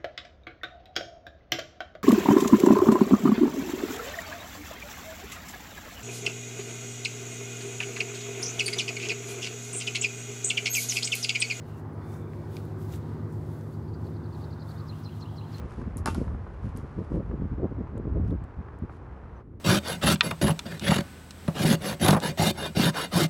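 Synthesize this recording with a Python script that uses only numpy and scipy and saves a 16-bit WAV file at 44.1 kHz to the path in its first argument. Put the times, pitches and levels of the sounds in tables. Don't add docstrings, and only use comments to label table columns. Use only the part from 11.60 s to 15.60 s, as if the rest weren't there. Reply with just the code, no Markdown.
import sys
import numpy as np
from scipy import signal
from scipy.io import wavfile

SR = 44100
rng = np.random.default_rng(int(sys.argv[2]) if len(sys.argv) > 2 else 0)


def bounce(signal):
    frames = np.transpose(np.atleast_2d(signal))
    limited = np.clip(frames, -1, 1)
    pcm = np.round(limited * 32767).astype(np.int16)
    wavfile.write(sys.argv[1], SR, pcm)


N = 176400
TIME = np.arange(N) / SR
HISS_FLICKER_DB = .7

# (time [s], level [dB])
GUSTS = [(0, -50), (.5, -45.5), (1.0, -46), (1.7, -47), (2.2, -46.5), (2.45, -46.5), (2.9, -48.5),
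         (3.5, -52), (4, -49.5)]


def from_db(db):
    return 10 ** (np.asarray(db) / 20)


def rms_one(x):
    return x / np.sqrt(np.mean(x ** 2) + 1e-20)


def envelope(rows):
    return from_db(np.interp(TIME, *np.transpose(rows)))


def drift(rate_hz):
    pole = np.exp(-200 * np.pi * rate_hz / SR)
    slow = signal.lfilter([1], [1, -2 * pole, pole * pole], rng.standard_normal(N // 100 + 2002))[2000:]
    return np.interp(np.arange(N) / 100, np.arange(len(slow)), rms_one(slow))


def flutter(hz, size):
    return rms_one(signal.sosfilt(signal.butter(2, hz, fs=SR, output="sos"), rng.standard_normal(size)))


def white():
    return rng.standard_normal((2, N))


def colour(sources, spectrum, flicker_db):
    hz, db = np.transpose(spectrum)
    out, edges = 0, 25 * 2 ** (np.arange(30) / 3)
    for k, (low, high) in enumerate(zip(edges, edges[1:])):
        centre = np.sqrt(low * high)
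        if hz[0] / np.sqrt(2) < centre < hz[-1] * np.sqrt(2):
            bandpass = signal.butter(2, [low, high], "band", fs=SR, output="sos")
            band_db = np.interp(np.log(centre), np.log(hz), db) + flicker_db * drift(5.7)
            out = out + signal.sosfilt(bandpass, sources[k % 2]) * from_db(band_db)
    return rms_one(out)


def add(out, onset, sound):
    start = int(np.clip(onset * SR, 0, N))
    out[start:start + len(sound)] += sound[:N - start]


def wind():
    # (frequency [Hz], relative spectral density [dB])
    rumble_spectrum = [(30, -16), (45, 4), (70, 2), (110, -5), (170, -1.5), (260, 4.5), (360, 3.5),
                       (480, -1), (700, -14), (1400, -26)]
    air_spectrum = [(300, -8), (550, 0), (900, 3), (1200, -1.5), (1700, -8.5), (2100, -20), (2600, -33.5),
                    (4000, -43)]
    hiss_spectrum = [(2500, -2.5), (5000, -2), (7000, -4), (10000, -6), (15500, -5)]
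    # (time [s], level [dB])
    air_swells = [(0.0, -54.5), (0.46, -48), (0.66, -53.5), (1.83, -52.5), (1.9, -54), (2.74, -53.5),
                  (3.17, -51.5), (3.5, -54), (4.0, -52)]
    rumble = envelope(GUSTS) * colour(white(), rumble_spectrum, flicker_db=1.5)
    air = envelope(air_swells) * from_db(.24) * colour(white(), air_spectrum, flicker_db=1.8)
    hiss = from_db(-75) * colour(white(), hiss_spectrum, HISS_FLICKER_DB)
    return rumble + air + hiss


def engine(cycle_hz, harmonics, wander=.0019, fade_db=1.11, carried_above_hz=290):
    phase = 2 * np.pi * np.cumsum(cycle_hz * (1 + wander * drift(1.235))) / SR
    carried = rms_one(envelope(GUSTS))
    out = 0
    for order, db in harmonics:
        gain = from_db(db + fade_db * drift(2.25))
        if order * cycle_hz > carried_above_hz:
            gain = gain * carried
        out = out + gain * np.sin(order * phase + rng.uniform(0, 2 * np.pi))
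    return np.sqrt(2) * out


def drone():
    # (harmonic number, level before the envelope [dB])
    fast_harmonics = [(5, -61), (6, -41), (7, -50), (9, -42.5), (11, -56.5), (12, -55.5), (13, -53),
                      (14, -58.5), (15, -56.5), (16, -62.5), (18, -58.5), (20, -55), (21, -56.5),
                      (22, -62.5), (23, -55), (24, -65), (25, -66), (29, -66)]
    slow_harmonics = [(12, -42), (18, -48), (24, -65), (25, -62), (30, -55.5), (40, -57.5)]
    # (frequency [Hz], rms deviation [Hz], level before the envelope [dB])
    hum_tones = [(79.85, 1.22, -45.5), (228.4, 2.56, -54.5)]
    # (time [s], gain [dB])
    swells = [(0, -4), (.7, -1.5), (1.3, 1), (1.75, 1.5), (2.05, -1.5), (2.45, 1.5), (3.0, -2), (3.4, -1),
              (4, -1)]
    hums = 0
    for hz, deviation, db in hum_tones:
        amplitude = np.sqrt(2) * from_db(db + 2.8 * drift(4.4))
        hums = hums + amplitude * np.sin(2 * np.pi * np.cumsum(hz + deviation * drift(2.47)) / SR)
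    fast = engine(cycle_hz=16.59, harmonics=fast_harmonics)
    slow = engine(cycle_hz=8.955, harmonics=slow_harmonics)
    return envelope(swells) * (fast + slow + hums)


def syllable(contour, rasp_hz, warble_hz=240, warble_depth=.05, rasp_share=.8):
    times, hz, db = np.transpose(contour)
    t = TIME[:int(times.max() * SR)]
    pitch = np.interp(t, times, hz) * (1 + .0082 * rng.standard_normal())
    strain = np.interp(pitch, [4250, 4700], [0, 1])
    pitch = pitch * (1 + strain * warble_depth * np.sin(2 * np.pi * (warble_hz * t + rng.random())))
    phase = 2 * np.pi * np.cumsum(pitch) / SR
    rough = rasp_share * strain
    tone = np.sqrt(1 - rough) * np.sin(phase) + np.sqrt(rough) * flutter(rasp_hz, len(t)) * np.cos(phase)
    return np.sqrt(2) * from_db(np.interp(t, times, db)) * tone


def birds():
    # (time from onset [s], pitch [Hz], relative level [dB])
    note = [(0, 3920, -22), (.006, 4400, -5.5), (.012, 4600, -1.5), (.02, 4600, -11), (.03, 4560, -22)]
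    trill = [(0, 3750, -18), (.008, 3550, -13), (.015, 3600, -15), (.019, 4400, -8), (.024, 4600, -6),
             (.033, 4500, -7), (.038, 4400, -14), (.040, 3750, -9), (.043, 4150, 2), (.046, 4650, -5),
             (.047, 3650, -8), (.049, 4350, -1), (.055, 5000, -14)]
    chirp = [(0, 5400, -22), (.012, 5100, -14), (.018, 4750, -8), (.025, 4400, -12), (.028, 4000, -2),
             (.032, 4180, .5), (.038, 4060, -2), (.042, 3650, -18), (.053, 2300, -22), (.059, 2680, -9),
             (.067, 2930, -10), (.073, 3000, -32), (.086, 3400, -24), (.094, 3200, -12), (.103, 3080, -20)]
    # (time [s], level [dB]); the chirps add (rasp bandwidth [Hz])
    notes = [(2.134, -63), (2.274, -64.5), (2.33, -59.5)]
    trills = [(2.427, -63), (2.523, -64), (2.617, -63.5), (2.706, -59.5), (2.799, -57.5), (2.887, -57),
              (2.978, -56.5), (3.068, -55.5), (3.159, -55)]
    chirps = [(3.267, -50, 400), (3.430, -50.5, 550), (3.595, -49, 1150), (3.754, -51, 550),
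              (3.916, -51.5, 550)]
    # (time [s], duration [s], start pitch [Hz], end pitch [Hz], level [dB])
    whistles = [(.328, .02, 10300, 11000, -72), (.38, .21, 3480, 3680, -76), (.58, .11, 3580, 3380, -76),
                (.02, .2, 2900, 2650, -74), (.3, .72, 2310, 2270, -73.5)]
    out = np.zeros(N)
    for contour, rows, rasp_hz in ((note, notes, 120), (trill, trills, 300)):
        for onset, db in rows:
            add(out, onset, from_db(db) * syllable(contour, rasp_hz))
    for onset, db, rasp_hz in chirps:
        add(out, onset, from_db(db) * syllable(chirp, rasp_hz))
    for onset, duration, start_hz, end_hz, db in whistles:
        pitch = np.linspace(start_hz, end_hz, int(duration * SR))
        swell = signal.windows.tukey(len(pitch)) * flutter(hz=90, size=len(pitch))
        add(out, onset, np.sqrt(2) * from_db(db) * swell * np.sin(2 * np.pi * np.cumsum(pitch) / SR))
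    return out


def garden(direct):
    # (lower edge [Hz], upper edge [Hz])
    leaf_band = [2850, 3700]
    blurred = direct * flutter(hz=110, size=N)
    far = signal.sosfilt(signal.butter(2, leaf_band, "band", fs=SR, output="sos"), blurred)
    out = direct
    for sound, t60_s, db in ((blurred, .11, -7), (far, .95, 1.5)):
        response = rng.standard_normal(SR) * from_db(-60 * TIME[:SR] / t60_s)
        out = out + from_db(db) * signal.fftconvolve(sound, response / np.linalg.norm(response))[:N]
    return out


def rustle():
    # (frequency [Hz], relative spectral density [dB])
    spectrum = [(2800, -3.5), (4400, 1), (6500, -10)]
    # (time [s], level [dB])
    swells = [(0, -74), (.28, -81), (.45, -71), (.66, -79), (.85, -71.5), (1.6, -73.5), (2.35, -75),
              (3.1, -71.5), (4, -71)]
    return envelope(swells) * colour(white(), spectrum, HISS_FLICKER_DB)


def blades(ticks_per_s=5000, spread_db=6, tick_share=.26):
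    ticks = (rng.random((2, N)) < ticks_per_s / SR) * rng.choice([-1, 1], (2, N))
    strength = from_db(spread_db * np.minimum(rng.exponential(1, (2, N)), 5))
    return np.sqrt(tick_share) * rms_one(ticks * strength) + np.sqrt(1 - tick_share) * white()


def footsteps():
    # (peak time [s], swish level [dB], rise [s], fall [s], crunch relative to swish [dB])
    steps = [(.09, -69.5, 0.028, 0.052, 3.5), (.182, -64.5, 0.014, 0.013, -9),
             (.535, -62, 0.048, 0.043, -9), (.73, -71.5, 0.04, 0.15, 0.5), (.96, -60, 0.031, 0.03, 0),
             (1.05, -68.5, .03, 0.052, 1), (1.215, -62.5, 0.018, 0.069, -4.5),
             (1.343, -55, 0.025, 0.018, -1.5), (1.48, -73.5, 0.14, 0.11, 6.5),
             (1.73, -67.5, 0.022, 0.044, -15), (1.92, -67.5, 0.071, 0.16, -2), (2.13, -71, 0.018, .03, -4),
             (2.47, -70.5, .05, 0.053, 1), (2.8, -68, 0.06, 0.073, 1.5), (3.1, -65, 0.035, 0.073, -7),
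             (3.4, -68, 0.15, 0.11, 2), (3.57, -68.5, 0.043, 0.057, 2), (3.73, -72, .04, 0.071, 0),
             (3.97, -64, 0.05, 0.055, 6)]
    # (frequency [Hz], relative spectral density [dB])
    swish_spectrum = [(3000, -18), (4500, -4.5), (6500, -0.5), (9000, -2.5), (13000, -0.5), (15500, -5)]
    crunch_spectrum = [(1500, 3.5), (2400, -0.5), (4000, 2.5), (6000, -9.5)]
    swish_power, crunch_power = np.zeros((2, N))
    for peak, db, rise, fall, crunch_db in steps:
        from_peak = np.abs(TIME - peak) / np.where(TIME < peak, rise, fall)
        power = from_db(db) ** 2 * np.exp(-from_peak ** 1.29)
        swish_power += power
        crunch_power += power * from_db(crunch_db) ** 2
    swish = np.sqrt(swish_power) * colour(blades(), swish_spectrum, HISS_FLICKER_DB)
    crunch = np.sqrt(crunch_power) * colour(blades(), crunch_spectrum, HISS_FLICKER_DB)
    return swish + crunch


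def snaps(crackle_s=.003):
    # (time [s], peak level [dB], resonance [Hz], bandwidth [Hz])
    impulses = [(0.7344, -42, 1650, 1100), (.9680, -32, 3730, 3160), (0.9687, -39.5, 2320, 550),
                (1.324, -37, 6000, 8000), (1.338, -39.5, 2700, 3000), (1.359, -38, 6500, 9000),
                (1.054, -45, 12000, 7000), (1.726, -47, 7000, 8000), (2.011, -47, 3800, 6000),
                (2.343, -53, 4500, 3950), (3.9835, -35.5, 3800, 4500)]
    out, t = np.zeros(N), TIME[:SR // 20]
    for onset, db, hz, bandwidth in impulses:
        snap = (t == 0) + .06 * rng.standard_normal(len(t)) * np.exp(-t / crackle_s)
        radius = np.exp(-np.pi * bandwidth / SR)
        resonator = [1, -2 * radius * np.cos(2 * np.pi * hz / SR), radius * radius]
        for _ in range(2):
            snap = signal.lfilter([1, 0, -1], resonator, snap)
        add(out, onset, from_db(db) * snap / np.abs(snap).max())
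    return out


def scene():
    return (drone() + wind() + rustle() + footsteps() + snaps() + garden(birds()))[None]


def record(dry):
    thin = signal.sosfilt(signal.butter(3, 42, "high", fs=SR, output="sos"), dry)
    return signal.sosfilt(signal.ellip(16, .1, 80, 15700, fs=SR, output="sos"), thin)


dry = scene()
out = record(dry)
bounce(out)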